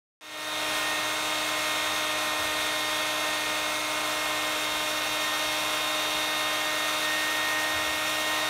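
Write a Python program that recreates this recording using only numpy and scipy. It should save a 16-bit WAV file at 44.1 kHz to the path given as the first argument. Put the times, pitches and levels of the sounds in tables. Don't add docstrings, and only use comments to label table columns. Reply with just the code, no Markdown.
import sys
import numpy as np
from scipy import signal
from scipy.fft import rfft, irfft
from scipy.io import wavfile
from scipy.ndimage import uniform_filter1d

SR = 44100
rng = np.random.default_rng(int(sys.argv[2]) if len(sys.argv) > 2 else 0)


def persist_wave(psi):
    counts = np.round(np.clip(psi, -1, 1) * 32767).astype(np.int16)
    wavfile.write(sys.argv[1], SR, np.atleast_2d(counts).T)


N = 374409

# time in seconds, shaft speed in turns per second (Hz).
SHAFT_SPEED = [(0.4, 307.8), (2, 307.6), (3.5, 306.7), (4.1, 307.1), (4.65, 306.5), (6.1, 307.3),
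               (7, 307.7), (7.35, 308.6), (8.2, 308.8)]

RIPPLE_HZ = 120
BLADES = 6
WHISTLE_ORDER = 30


def motor(shaft, ripple, turn, rock, sway_db=1.2, side_sway_db=2.5, sway_rate=8, blade_octave_db=0.7):
    # multiple of the shaft speed, then basic levels in dB of the tones
    harmonics = [(1, -70, -64, -45, -55, -66), (2, -70, -59, -41, -49, -70), (3, -57, -48, -44, -44, -58),
                 (4, -70, -48, -43, -48, -59), (5, -70, -53, -51, -52, -70), (6, -63, -68, -39, -60, -67),
                 (7, -59, -58, -41, -51, -58), (8, -60, -58, -45, -48, -63), (9, -53, -56, -45, -55, -70),
                 (10, -57, -53, -57, -45, -54), (11, -66, -62, -49, -54, -60),
                 (12, -56, -67, -39, -62, -64), (13, -62, -61, -50, -61, -61),
                 (14, -61, -60, -56, -66, -67)]
    # time in seconds, change in dB.
    blade_beam = [(.6, -2), (3.5, -1), (6.1, -5), (6.4, 1), (6.95, 1.5), (7.05, 5.5), (7.6, 6), (8.1, 2)]
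    # middle in seconds, length in seconds, change in dB.
    blade_fades = [(.9, .3, 5), (1.25, .4, -3.5), (3.84, .22, -18), (4.38, .2, 3), (4.73, .18, -13),
                   (5.3, .16, 7), (6.98, .06, -18), (8.3, .14, 3.5)]
    # middle in seconds, length in seconds, change in dB at full shade.
    bird_leans = [(4.02, 0.7, -4.5), (7.75, 0.77, -4.5)]
    hum_db = -57
    shade_from_hz, shade_full_hz = 2700, 3660

    t = np.arange(N) / SR
    out = tone(ripple, hum_db)
    blade_db = curves(blade_beam)[0] + bells(t, blade_fades)
    lift_db = {BLADES: blade_db, 2 * BLADES: blade_octave_db}
    lean_db = bells(t, bird_leans)
    for multiple, *levels in harmonics:
        k = round(multiple)
        phase = k * shaft + rng.uniform(0, 2 * np.pi)
        pulse = ripple + k * np.pi / 2
        smear = k / 4 * rng.standard_normal()
        sides = 0
        for ripples_away, db in zip(range(-2, 3), levels):
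            if ripples_away:
                sides = sides + tone(phase + smear + ripples_away * pulse, db)
        centre = tone(phase, levels[2] + lift_db.get(k, 0)) * aim(k, turn, rock)
        share = min(k / 3, 1)
        centre = centre * sway(share * sway_db, sway_rate)
        sides = sides * sway(share * side_sway_db, sway_rate)
        pitch_hz = k * SHAFT_SPEED[0][1]
        shade = undb(lean_db * np.interp(pitch_hz, [shade_from_hz, shade_full_hz], [0, 1]))
        out = out + shade * (centre + sides)
    return out


def whine(shaft, turn, rock, level_db=0.5, between_flares_db=-5, fading_db=4.5, fading_rate=3):
    # multiple of the shaft speed, level in dB relative to the whole whine.
    whine_tones = [(15, -54), (17, -62), (18, -56), (19, -66), (20, -61), (21, -59), (22, -66), (23, -63),
                   (24, -58), (25, -62), (26, -65), (27, -65), (28, -64), (29, -65), (30, -56), (31, -66),
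                   (32, -66), (33, -66), (35, -65), (37, -59), (38, -66), (40, -64), (42, -65), (46, -62)]
    # middle in seconds, length in seconds, change in dB.
    whistle_flares = [(3, 2.2, 9), (7.215, .2, 7)]
    flare = undb(between_flares_db + bells(np.arange(N) / SR, whistle_flares))
    out = 0
    for multiple, db in whine_tones:
        k = round(multiple)
        if k == WHISTLE_ORDER:
            caught = flare
        else:
            caught = sway(fading_db, fading_rate) * aim(k, turn, rock)
        phase = k * shaft + rng.uniform(0, 2 * np.pi)
        out = out + caught * tone(phase, db + level_db)
    return out


def aim(k, turn, rock):
    # multiple of the shaft speed, change over the whole turn in dB,
    # swing with the rocking hand in dB.
    aimed_tones = [(4, 0, -2), (5, 5, 0), (7, 0, 3.5), (8, 0, -4), (9, 6, 3), (10, 7, 0), (12, 3, -3),
                   (13, 0, 3), (14, -6, 0), (18, 5, 0), (21, -8, 0), (24, -6, 0), (46, 6, 0)]
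    changes_of = {multiple: changes for multiple, *changes in aimed_tones}
    turn_db, rock_db = changes_of.get(k, (0, 0))
    return undb(turn_db * (turn - .5) + rock_db * rock)


def sway(depth_db, rate):
    return undb(depth_db * np.tanh(2.4 * walk(rate)))


def rush(shaft, ripple, turn, treble_hz=4000, flutter_db=0.24, hiss_flutter_db=0.61,
         shaft_depth=0.04, ripple_depth=0.03):
    rush_db, hiss_db = -32, 0.48
    straight, turned = noise(lambda hz: barrel(hz, 0), lambda hz: barrel(hz, 1))
    air = straight + turn * (turned - straight)
    treble = signal.butter(2, treble_hz, "high", fs=SR, output="sos")
    hiss = signal.sosfiltfilt(treble, air)
    air = air + hiss * (undb(hiss_db + hiss_flutter_db * walk(45)) - 1)
    throb = 1 + shaft_depth * np.cos(shaft) + ripple_depth * np.cos(ripple)
    return air * throb * undb(rush_db + flutter_db * walk(24))


def barrel(hz, turn):
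    # frequency in Hz, relative level in dB.
    air_hump = [(22, -41), (42, -6.5), (70, -14.5), (150, -10), (350, -7), (550, -0.5), (900, -0.5),
                (1400, -3), (2500, -4.5), (4000, -0.5), (5000, -7), (8000, -10), (11000, -14.5),
                (15500, -17.5)]
    # frequency in Hz, width in Hz, boost in dB.
    resonances = [(645, 68, 7.5), (1057, 60, 7), (1307, 180, 7), (1514, 132, 8.5), (1895, 220, 7),
                  (2127, 88, 6), (2566, 440, 6), (3524, 350, 4.5), (5425, 114, 7), (5940, 310, 4),
                  (6410, 230, 5.5), (8600, 410, 3.5), (9500, 970, 3.5), (11530, 430, 2.5)]
    # frequency in Hz, width in Hz, change at a full turn in dB.
    turned_resonances = [(2840, 230, 1), (5970, 340, 2.5), (6500, 370, -2), (7050, 400, 4), (7560, 500, -2),
                         (10140, 720, -2.5), (10960, 420, 5.5), (12950, 400, 4), (13000, 4000, 1.3)]
    points, db = np.transpose(air_hump)
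    hump_db = np.interp(np.log(hz), np.log(points), db)
    return undb(hump_db + bells(hz, resonances) + turn * bells(hz, turned_resonances))


def reflect(x, delays_s=(.0023, .0041), echo_db=-22, drift_s=.00006, drift_rate=0.8):
    t = np.arange(N) / SR
    echoes = 0
    for delay in delays_s:
        heard_from = t - delay - drift_s * walk(drift_rate)
        echoes = echoes + np.interp(heard_from, t, x)
    return x + undb(echo_db) * echoes


def puffs(rise_s=0.018, width_octaves=0.43):
    # start in seconds, level in dB, decay time in seconds, centre pitch in Hz.
    puff_list = [(1.85, -55, 0.19, 60.5), (2.38, -50, 0.18, 69.9), (5.03, -54, 0.061, 42),
                 (5.44, -53, .1, 58.06), (7.735, -43, 0.11, 70), (7.821, -56, 0.11, 62)]
    out = 0
    for start, db, decay_s, centre_hz in puff_list:
        age = np.maximum(np.arange(N) / SR - start, 0)
        fall = np.exp(-np.maximum(age - rise_s, 0) / decay_s)
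        swell = np.minimum(age / rise_s, 1) * fall
        rumble, = noise(lambda hz: np.exp(-(np.log2(hz / centre_hz) / width_octaves) ** 2 / 2))
        out = out + undb(db) * swell * rumble
    return out


def undb(db):
    return 10 ** (np.asarray(db) / 20)


def curves(table):
    s, *columns = np.transpose(table)
    return [np.interp(np.arange(N) / SR, s, column) for column in columns]


def bells(x, table):
    return sum(db * np.exp(-2 * ((x - centre) / width) ** 2) for centre, width, db in table)


def walk(rate):
    k = max(int(SR / rate), 1)
    steps = np.repeat(rng.standard_normal(N // k + 1), k)[:N]
    smooth = uniform_filter1d(uniform_filter1d(steps, k), k)
    return 1.287 * smooth


def noise(*gains):
    hz = np.maximum(np.arange(N // 2 + 1) * SR / N, 1)
    white = rfft(rng.standard_normal(N))
    shaped = np.array([irfft(white * gain(hz), N) for gain in gains])
    return shaped / np.std(shaped[0])


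def tone(phase, db):
    return np.sqrt(2) * undb(db) * np.sin((phase % (2 * np.pi)).astype(np.float32))


def scene(jitter_hz=0.1009):
    # time in seconds, how far the nozzle has turned (0-1), how much it rocks (0-1).
    hand = [(3.9, .1, 0), (5.2, 0.8, 0), (6.95, 0.76, 0), (7.35, 0.8, 0.5)]
    rock_hz, rock_peak_s = 2.75, 7.91
    t = np.arange(N) / SR
    speed_hz, = curves(SHAFT_SPEED)
    turn, rocking = curves(hand)
    rock = rocking * np.cos(2 * np.pi * rock_hz * (t - rock_peak_s))
    shaft = 2 * np.pi * np.cumsum(speed_hz + jitter_hz * walk(16)) / SR
    ripple = 2 * np.pi * RIPPLE_HZ * t
    tones = motor(shaft, ripple, turn, rock) + whine(shaft, turn, rock)
    sound = tones + reflect(rush(shaft, ripple, turn)) + puffs()
    return np.array([sound, sound])


def record(dry):
    start_s, full_s, first_db = 0.21, 0.69, -20
    top_hz = 15620
    fade = np.interp(np.arange(N) / SR, [start_s, full_s], [undb(first_db), 1], left=0)
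    top_cut = signal.ellip(12, .1, 80, top_hz, fs=SR, output="sos")
    return signal.sosfilt(top_cut, dry * fade)


dry = scene()
out = record(dry)
persist_wave(out)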